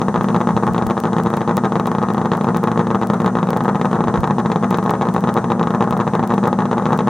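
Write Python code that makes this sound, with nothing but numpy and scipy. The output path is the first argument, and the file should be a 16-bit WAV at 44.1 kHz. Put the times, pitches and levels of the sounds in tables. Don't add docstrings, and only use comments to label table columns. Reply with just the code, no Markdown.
import sys
import numpy as np
from scipy import signal
from scipy.fft import rfft, irfft, next_fast_len
from scipy.io import wavfile
from scipy.ndimage import uniform_filter1d, minimum_filter1d, map_coordinates

SR = 44100
rng = np.random.default_rng(int(sys.argv[2]) if len(sys.argv) > 2 else 0)


def store_wav(level_fs):
    pcm = np.round(np.clip(np.atleast_2d(level_fs), -1, 1) * 32767)
    wavfile.write(sys.argv[1], SR, pcm.T.astype(np.int16))


N = 312669

# time in seconds, relative bang level in dB, relative level in dB of the crack on its front.
BEAT_BANGS = [(0.0163, -6, -18), (0.0834, -5.5, -22), (0.1424, -10, -25.0), (0.1761, -11, -29),
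              (0.2857, -7.5, -19), (0.5658, -7.5, -19), (0.6342, -4.5, -26), (0.668, -8.5, -31),
              (0.763, -10, -30), (0.7798, -10, -18), (1.1659, -7.5, -23.5), (1.5104, -7, -25),
              (1.578, -5.5, -19.5), (1.7212, -6.5, -22), (1.7556, -7, -20), (1.764, -9.5, -27),
              (1.9161, -7.5, -28), (2.1026, -8, -24.5), (2.3173, -3.5, -15.5), (2.4869, -5.5, -24),
              (2.716, -8, -21), (3.1004, -5, -19), (3.2018, -8, -22.0), (3.2451, -7.0, -29.0),
              (3.2612, -6.5, -18.5), (3.37, -6.5, -27), (3.387, -7.5, -24.0), (3.5642, -7.5, -24.0),
              (3.6805, -4.5, -27), (3.8136, -7, -18.5), (3.847, -7, -30.0), (3.93, -6, -22.5),
              (4.0061, -5, -24), (4.1405, -6, -21), (4.241, -6.0, -19.5), (4.459, -6, -21.0),
              (4.5172, -8.5, -15.5), (4.5588, -4.5, -20.5), (4.7266, -9.0, -24), (4.7434, -7, -16),
              (4.8945, -5, -17.5), (5.02, -8, -20), (5.1634, -6.5, -22.5), (5.2901, -7.5, -19),
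              (5.6119, -6.0, -35), (5.629, -17, -21.5), (5.807, -5, -20.5), (6.194, -6, -25),
              (6.3205, -9.5, -28), (6.3378, -8, -23.5), (6.4384, -7, -21.0), (6.455, -9.5, -22),
              (6.4717, -6.5, -39), (6.5288, -6.0, -21.5), (6.5883, -5.5, -20.0), (6.6213, -10.5, -33),
              (6.713, -8.5, -21), (6.7295, -8.0, -23.5), (6.7803, -8, -21.5), (6.8556, -7, -19.0),
              (6.9222, -7.5, -25), (6.9894, -9.5, -17.5), (7.0734, -6, -25), (7.0816, -6.5, -22.0)]


def amp(db):
    return 10 ** (np.asarray(db) / 20)


def unit(x):
    return x / np.sqrt(np.mean(x ** 2) + 1e-20)


def along(points, hz):
    f, v = np.transpose(points)
    return np.interp(np.log(hz + 1), np.log(f + 1), v)


def filtered(x, response):
    size = 2 * next_fast_len((N + SR // 2) // 2)
    hz = np.fft.rfftfreq(size, 1 / SR)
    return irfft(rfft(x, size) * response(hz), size)[..., :N]


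def causal(db):
    cepstrum = irfft(np.log(amp(db)))
    half = len(cepstrum) // 2
    cepstrum[1:half] *= 2
    cepstrum[half + 1:] = 0
    return np.exp(rfft(cepstrum))


def resonances(hz, modes):
    return 1 + sum(amp(db) * 1j * hz * w / (f * f - hz * hz + 1j * hz * w) for f, w, db in modes)


def noise(spectrum, channels):
    white = rng.standard_normal((channels, N))
    return unit(filtered(white, lambda hz: amp(along(spectrum, hz))))


def impulses(times, sizes):
    return np.bincount(np.clip(np.round(times * SR).astype(int), 0, N - 1), sizes, N)


def dying(spikes, t60):
    decay = amp(-60 * np.arange(SR // 6) / SR / t60)
    return signal.fftconvolve(spikes, decay)[:N]


def wobble(rate):
    knots = rng.standard_normal(int(N * rate / SR) + 4)
    return map_coordinates(knots, [np.arange(N) * rate / SR])


def crank():
    # time in seconds, strokes a second.
    idle_speed = [(0, 116.9), (1, 116.7), (3, 117.8), (4.3, 120), (5.5, 118.1), (6.4, 119.3)]
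    t = np.arange(N) / SR
    count = np.cumsum(np.interp(t, *np.transpose(idle_speed))) / SR
    times = np.transpose(BEAT_BANGS)[0]
    free = np.interp(times, t, count)
    beat = np.cumsum(np.round(np.diff(free, prepend=0))).astype(int)
    count = count + np.interp(t, times, beat - free)
    strokes = np.interp(np.arange(int(count[-1]) + 1), count, t)
    return count, strokes, beat


def surges(strokes, surge_hz=6.6):
    crests = [.01, .35, .92, 1.49, 2.04, 2.48, 2.95, 3.84, 4.74, 5.65, 6.32, 6.93]
    free = surge_hz * np.array(crests)
    whole = np.cumsum(np.round(np.diff(free, prepend=0)))
    cycles = surge_hz * strokes + np.interp(strokes, crests, whole - free)
    return np.cos(2 * np.pi * cycles)


def firings(strokes, beat, surge, spread_db=1.1, surge_db=1.0,
            weak_db=-2.0, weak_crack_db=-9, crack_grows=1.0):
    cadence_turns = [4.2, 3, 4.5]
    # relative bang level in dB, relative crack level in dB,
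    # base chance of a weak burn on a turn between firings.
    ordinary = [(-10.5, -29.5, .2), (-7.5, -22.5, .07), (-8.5, -23.5, .07)]
    cylinders = len(ordinary)
    fires = np.zeros(len(strokes), bool)
    for cylinder, turns in enumerate(cadence_turns):
        own = beat[beat % cylinders == cylinder] // cylinders
        for first, last in zip(own, own[1:]):
            steps = max(1, round((last - first) / turns))
            fired_turns = np.round(np.linspace(first, last, steps + 1)).astype(int)
            fires[fired_turns * cylinders + cylinder] = True

    bang_db, crack_db, chance = np.array(ordinary)[np.arange(len(strokes)) % cylinders].T
    vigour_db = spread_db * np.minimum(rng.standard_normal(len(strokes)), 1)
    vigour_db = vigour_db + surge_db * surge + weak_db * ~fires
    beside = np.roll(fires, 1) | np.roll(fires, -1)
    burns = fires | (rng.random(len(strokes)) < chance * (1 + surge) * (.5 + beside))
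    bang = burns * amp(bang_db + vigour_db)
    crack = burns * amp(crack_db + crack_grows * vigour_db + weak_crack_db * ~fires)
    bang[beat], crack[beat] = amp(np.transpose(BEAT_BANGS)[1:])
    return bang, crack


def exhaust(strokes, bang, surge, bang_db=25.5, puff_db=-1, puff_spread_db=4, puff_surge_db=0.5,
            late_s=0.00018, chuff_db=-42, chuff_t60=0.12):
    # frequency in Hz, relative level in dB per Hz.
    chuff_colour = [(80, -14), (170, 7), (270, -7), (390, -12), (450, 5), (560, -2.5), (850, 2),
                    (1250, -1.5), (1450, -6.5), (1900, -14.5), (2300, -31.5), (4000, -65.5)]
    level, late = rng.standard_normal((len(strokes), 2)).T
    puff_level_db = puff_db + puff_spread_db * np.minimum(level, 2) + puff_surge_db * surge
    puffs = amp(puff_level_db) * (bang == 0)
    pulses = impulses(strokes, amp(bang_db) * bang) + impulses(strokes + late_s * late, puffs)
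    chuff = amp(chuff_db) * dying(pulses, chuff_t60) * noise(chuff_colour, channels=1)[0]
    return chuff - filtered(pulses, pipe)


def pipe(hz, echo_s=.01185, echo_db=-12):
    # frequency in Hz, relative level in dB.
    pulse_colour = [(30, -32.5), (80, -6.5), (130, 2), (250, 2), (400, 0), (620, -5), (900, 0.5),
                    (1220, -2.5), (1450, -15.5), (1850, -12.5), (2300, -43.5), (4000, -70), (8000, -105)]
    # frequency in Hz, width in Hz, level in dB over the direct pulse.
    pipe_modes = [(117.9, 3.2, 4), (150, 4.8, 15), (171.8, 8, 15.5), (202.5, 12.7, 13), (223.7, 15.5, 9.5),
                  (344.3, 90, 6), (434.7, 21.3, 11.5), (460.2, 9.5, 11), (524, 38, -0.5), (782, 15, 8),
                  (857, 62, 3), (998, 30, -15.5), (1071, 71, -2), (1243.5, 19, 8)]
    # frequency in Hz, width in Hz, depth in dB.
    cancelled_bands = [(249, 15.4, -16.5), (388.3, 25.5, -16.5)]
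    bounces = 1 / (1 - min(amp(echo_db), .5) * np.exp(-2j * np.pi * hz * echo_s))
    cancelled_db = sum(db / (1 + (2 * (hz - f) / w) ** 2) for f, w, db in cancelled_bands)
    return resonances(hz, pipe_modes) * bounces * causal(along(pulse_colour, hz) + cancelled_db)


def cracks(strokes, crack, crack_db=12, front_s=.0004, bounce_s=0.0027, bounce_db=-12,
           spit_db=-12, spit_side_db=-6, spit_t60=0.054):
    # frequency in Hz, relative level in dB.
    front_colour = [(600, -7), (1500, -6), (2100, 0.5), (2700, 7), (3100, 2), (3750, 6), (4250, -6),
                    (4900, -7.5), (7000, -35), (11000, -71)]
    # frequency in Hz, width in Hz, level in dB over the direct crack.
    mouth_modes = [(3330, 120, -8), (3840, 155, -2)]
    # frequency in Hz, relative level in dB per Hz.
    spit_colour = [(1000, 2), (2000, 7.5), (3000, -5), (3800, 0.5), (4500, -11), (5400, -11.5), (6300, -3),
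                   (8000, -18), (10000, -38), (14000, -60)]
    fronts = impulses(strokes + front_s, crack)
    bounced = impulses(strokes + front_s + bounce_s, amp(bounce_db) * crack)
    gas = noise(spit_colour, channels=1) + amp(spit_side_db) * noise(spit_colour, channels=2)
    spit = amp(spit_db) * dying(fronts, spit_t60) * gas

    def mouth(hz):
        return resonances(hz, mouth_modes) * causal(along(front_colour, hz))

    return spit + amp(crack_db) * filtered(fronts + bounced, mouth)


def scatter(x):
    # frequency in Hz, time in seconds to fall 60 dB.
    scatter_decay = [(200, 0.018), (1000, 0.04), (2000, 0.099), (4000, 0.089), (9000, 0.035)]
    hz, t, z = signal.stft(rng.standard_normal((2, SR // 6)), SR, nperseg=128)
    decay = amp(-60 * t / along(scatter_decay, hz)[:, None])
    tail = signal.istft(z * decay, SR, nperseg=128)[1]
    tail = tail / np.linalg.norm(tail, axis=1, keepdims=True)
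    return signal.fftconvolve(x, tail, axes=1)[:, :N]


def drone(count, first_db=-40, second_db=-27, third_db=-39, throb_db=3.0):
    orders = 0
    for k, db in enumerate([first_db, second_db, third_db], 1):
        orders = orders + np.sqrt(2) * amp(db) * np.cos(2 * np.pi * k * count)
    return -orders * amp(throb_db * wobble(30))


def boom(boom_hz=197, boom_db=-24.0, wander=1.0, throb_db=2.5):
    drift = wander * (wobble(3.7) + wobble(26))
    phase = 2 * np.pi * boom_hz * np.arange(N) / SR + drift
    return np.sqrt(2) * amp(boom_db + throb_db * wobble(35)) * np.sin(phase)


def whirr(whirr_db=-30.0):
    # frequency in Hz, relative level in dB per Hz.
    whirr_colour = [(30, -29), (70, 0.5), (160, 10), (300, 4), (900, 3), (1300, -12.5), (1850, -27),
                    (2300, -28), (3800, -29), (5000, -49)]
    return amp(whirr_db) * noise(whirr_colour, channels=1)


def ticks(tick_db=11, fade_db=4.5, gap_s=1 / 14.985):
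    # start in seconds, relative level of the first in dB, number of ticks.
    tick_runs = [(0.2348, -34, 1), (0.7354, -32, 1), (0.869, -25, 1), (1.0024, -24.5, 1), (1.236, -29.5, 2),
                 (1.3692, -28, 1), (1.5699, -17.5, 1), (1.8706, -25, 1), (2.1372, -32, 1),
                 (2.3715, -31.5, 2), (2.571, -23, 2), (3.072, -28.5, 3), (3.5055, -24.5, 3),
                 (4.2063, -33, 2), (4.707, -25.5, 3), (4.9072, -23.5, 1), (5.1408, -29, 2),
                 (5.3413, -25.5, 1), (5.9085, -28, 2), (6.2756, -29.5, 2), (6.4758, -27, 1),
                 (6.9764, -30.5, 1)]
    events = [(s + k * gap_s, db - k * fade_db) for s, db, count in tick_runs for k in range(round(count))]
    s, db = np.transpose(events)
    bright = [(1000, 6), (6000, 4.0), (15000, 2.0)]  # Hz, relative dB
    return filtered(impulses(s, amp(db + tick_db)), lambda hz: amp(along(bright, hz)))


def wind(breeze_db=-52, swell_db=3, gust_s=0.017):
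    # time of the peak in seconds, peak gain in dB, added to the breeze.
    buffets = [(.2, -28.5), (.55, -24), (.7, -24), (.86, -24), (4.08, -23), (4.2, -22.5), (5.94, -28.5),
               (6.22, -33)]
    # frequency in Hz, relative level in dB per Hz.
    wind_colour = [(15, -22), (40, -7), (75, 17), (130, 17), (300, -45), (800, -63)]
    t = np.arange(N) / SR
    gusts = sum(amp(db) * np.exp(-.5 * ((t - s) / gust_s) ** 2) for s, db in buffets)
    breeze = amp(breeze_db + swell_db * wobble(9.8))
    return (breeze + gusts) * noise(wind_colour, channels=2)


def hiss(waver_db=0.8):
    # time in seconds, level in dB.
    hiss_course = [(0, -48.5), (1.5, -49.5), (2.5, -50.5), (7, -50)]
    # frequency in Hz, relative level in dB per Hz.
    hiss_colour = [(1000, 4.5), (3000, -17), (3800, -2), (4800, -5), (5500, -1.5), (5920, 6), (6150, -1),
                   (6400, 5.5), (7400, -3.5), (8700, 1.5), (10500, -10.5), (16000, -19)]
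    level_db = np.interp(np.arange(N) / SR, *np.transpose(hiss_course))
    return amp(level_db + waver_db * wobble(12)) * noise(hiss_colour, channels=2)


def scene(scatter_db=-22, left_db=0.67, jitter_s=.00025):
    count, strokes, beat = crank()
    surge = surges(strokes)
    bang, crack = firings(strokes, beat, surge)
    late = jitter_s * rng.standard_normal(len(strokes))
    late[beat] = 0
    engine = exhaust(strokes + late, bang, surge) + cracks(strokes + late, crack)
    engine = engine + amp(scatter_db) * scatter(engine)
    left, right = engine + drone(count) + boom() + whirr()
    machine = np.array([left, np.roll(right, 1)])
    balance = amp([[left_db], [-left_db]])
    return (machine + wind() + hiss() + ticks()) * balance


def record(dry, low_cut_hz=40, top_hz=16300):
    thinned = filtered(dry, lambda hz: hz ** 2 / np.hypot(hz ** 2, low_cut_hz ** 2))
    allowed = np.minimum(1, .93 / (np.abs(thinned).max(axis=0) + 1e-9))
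    gain = uniform_filter1d(minimum_filter1d(allowed, size=129), size=129)
    return filtered(thinned * gain, lambda hz: hz < top_hz)


dry = scene()
out = record(dry)
store_wav(out)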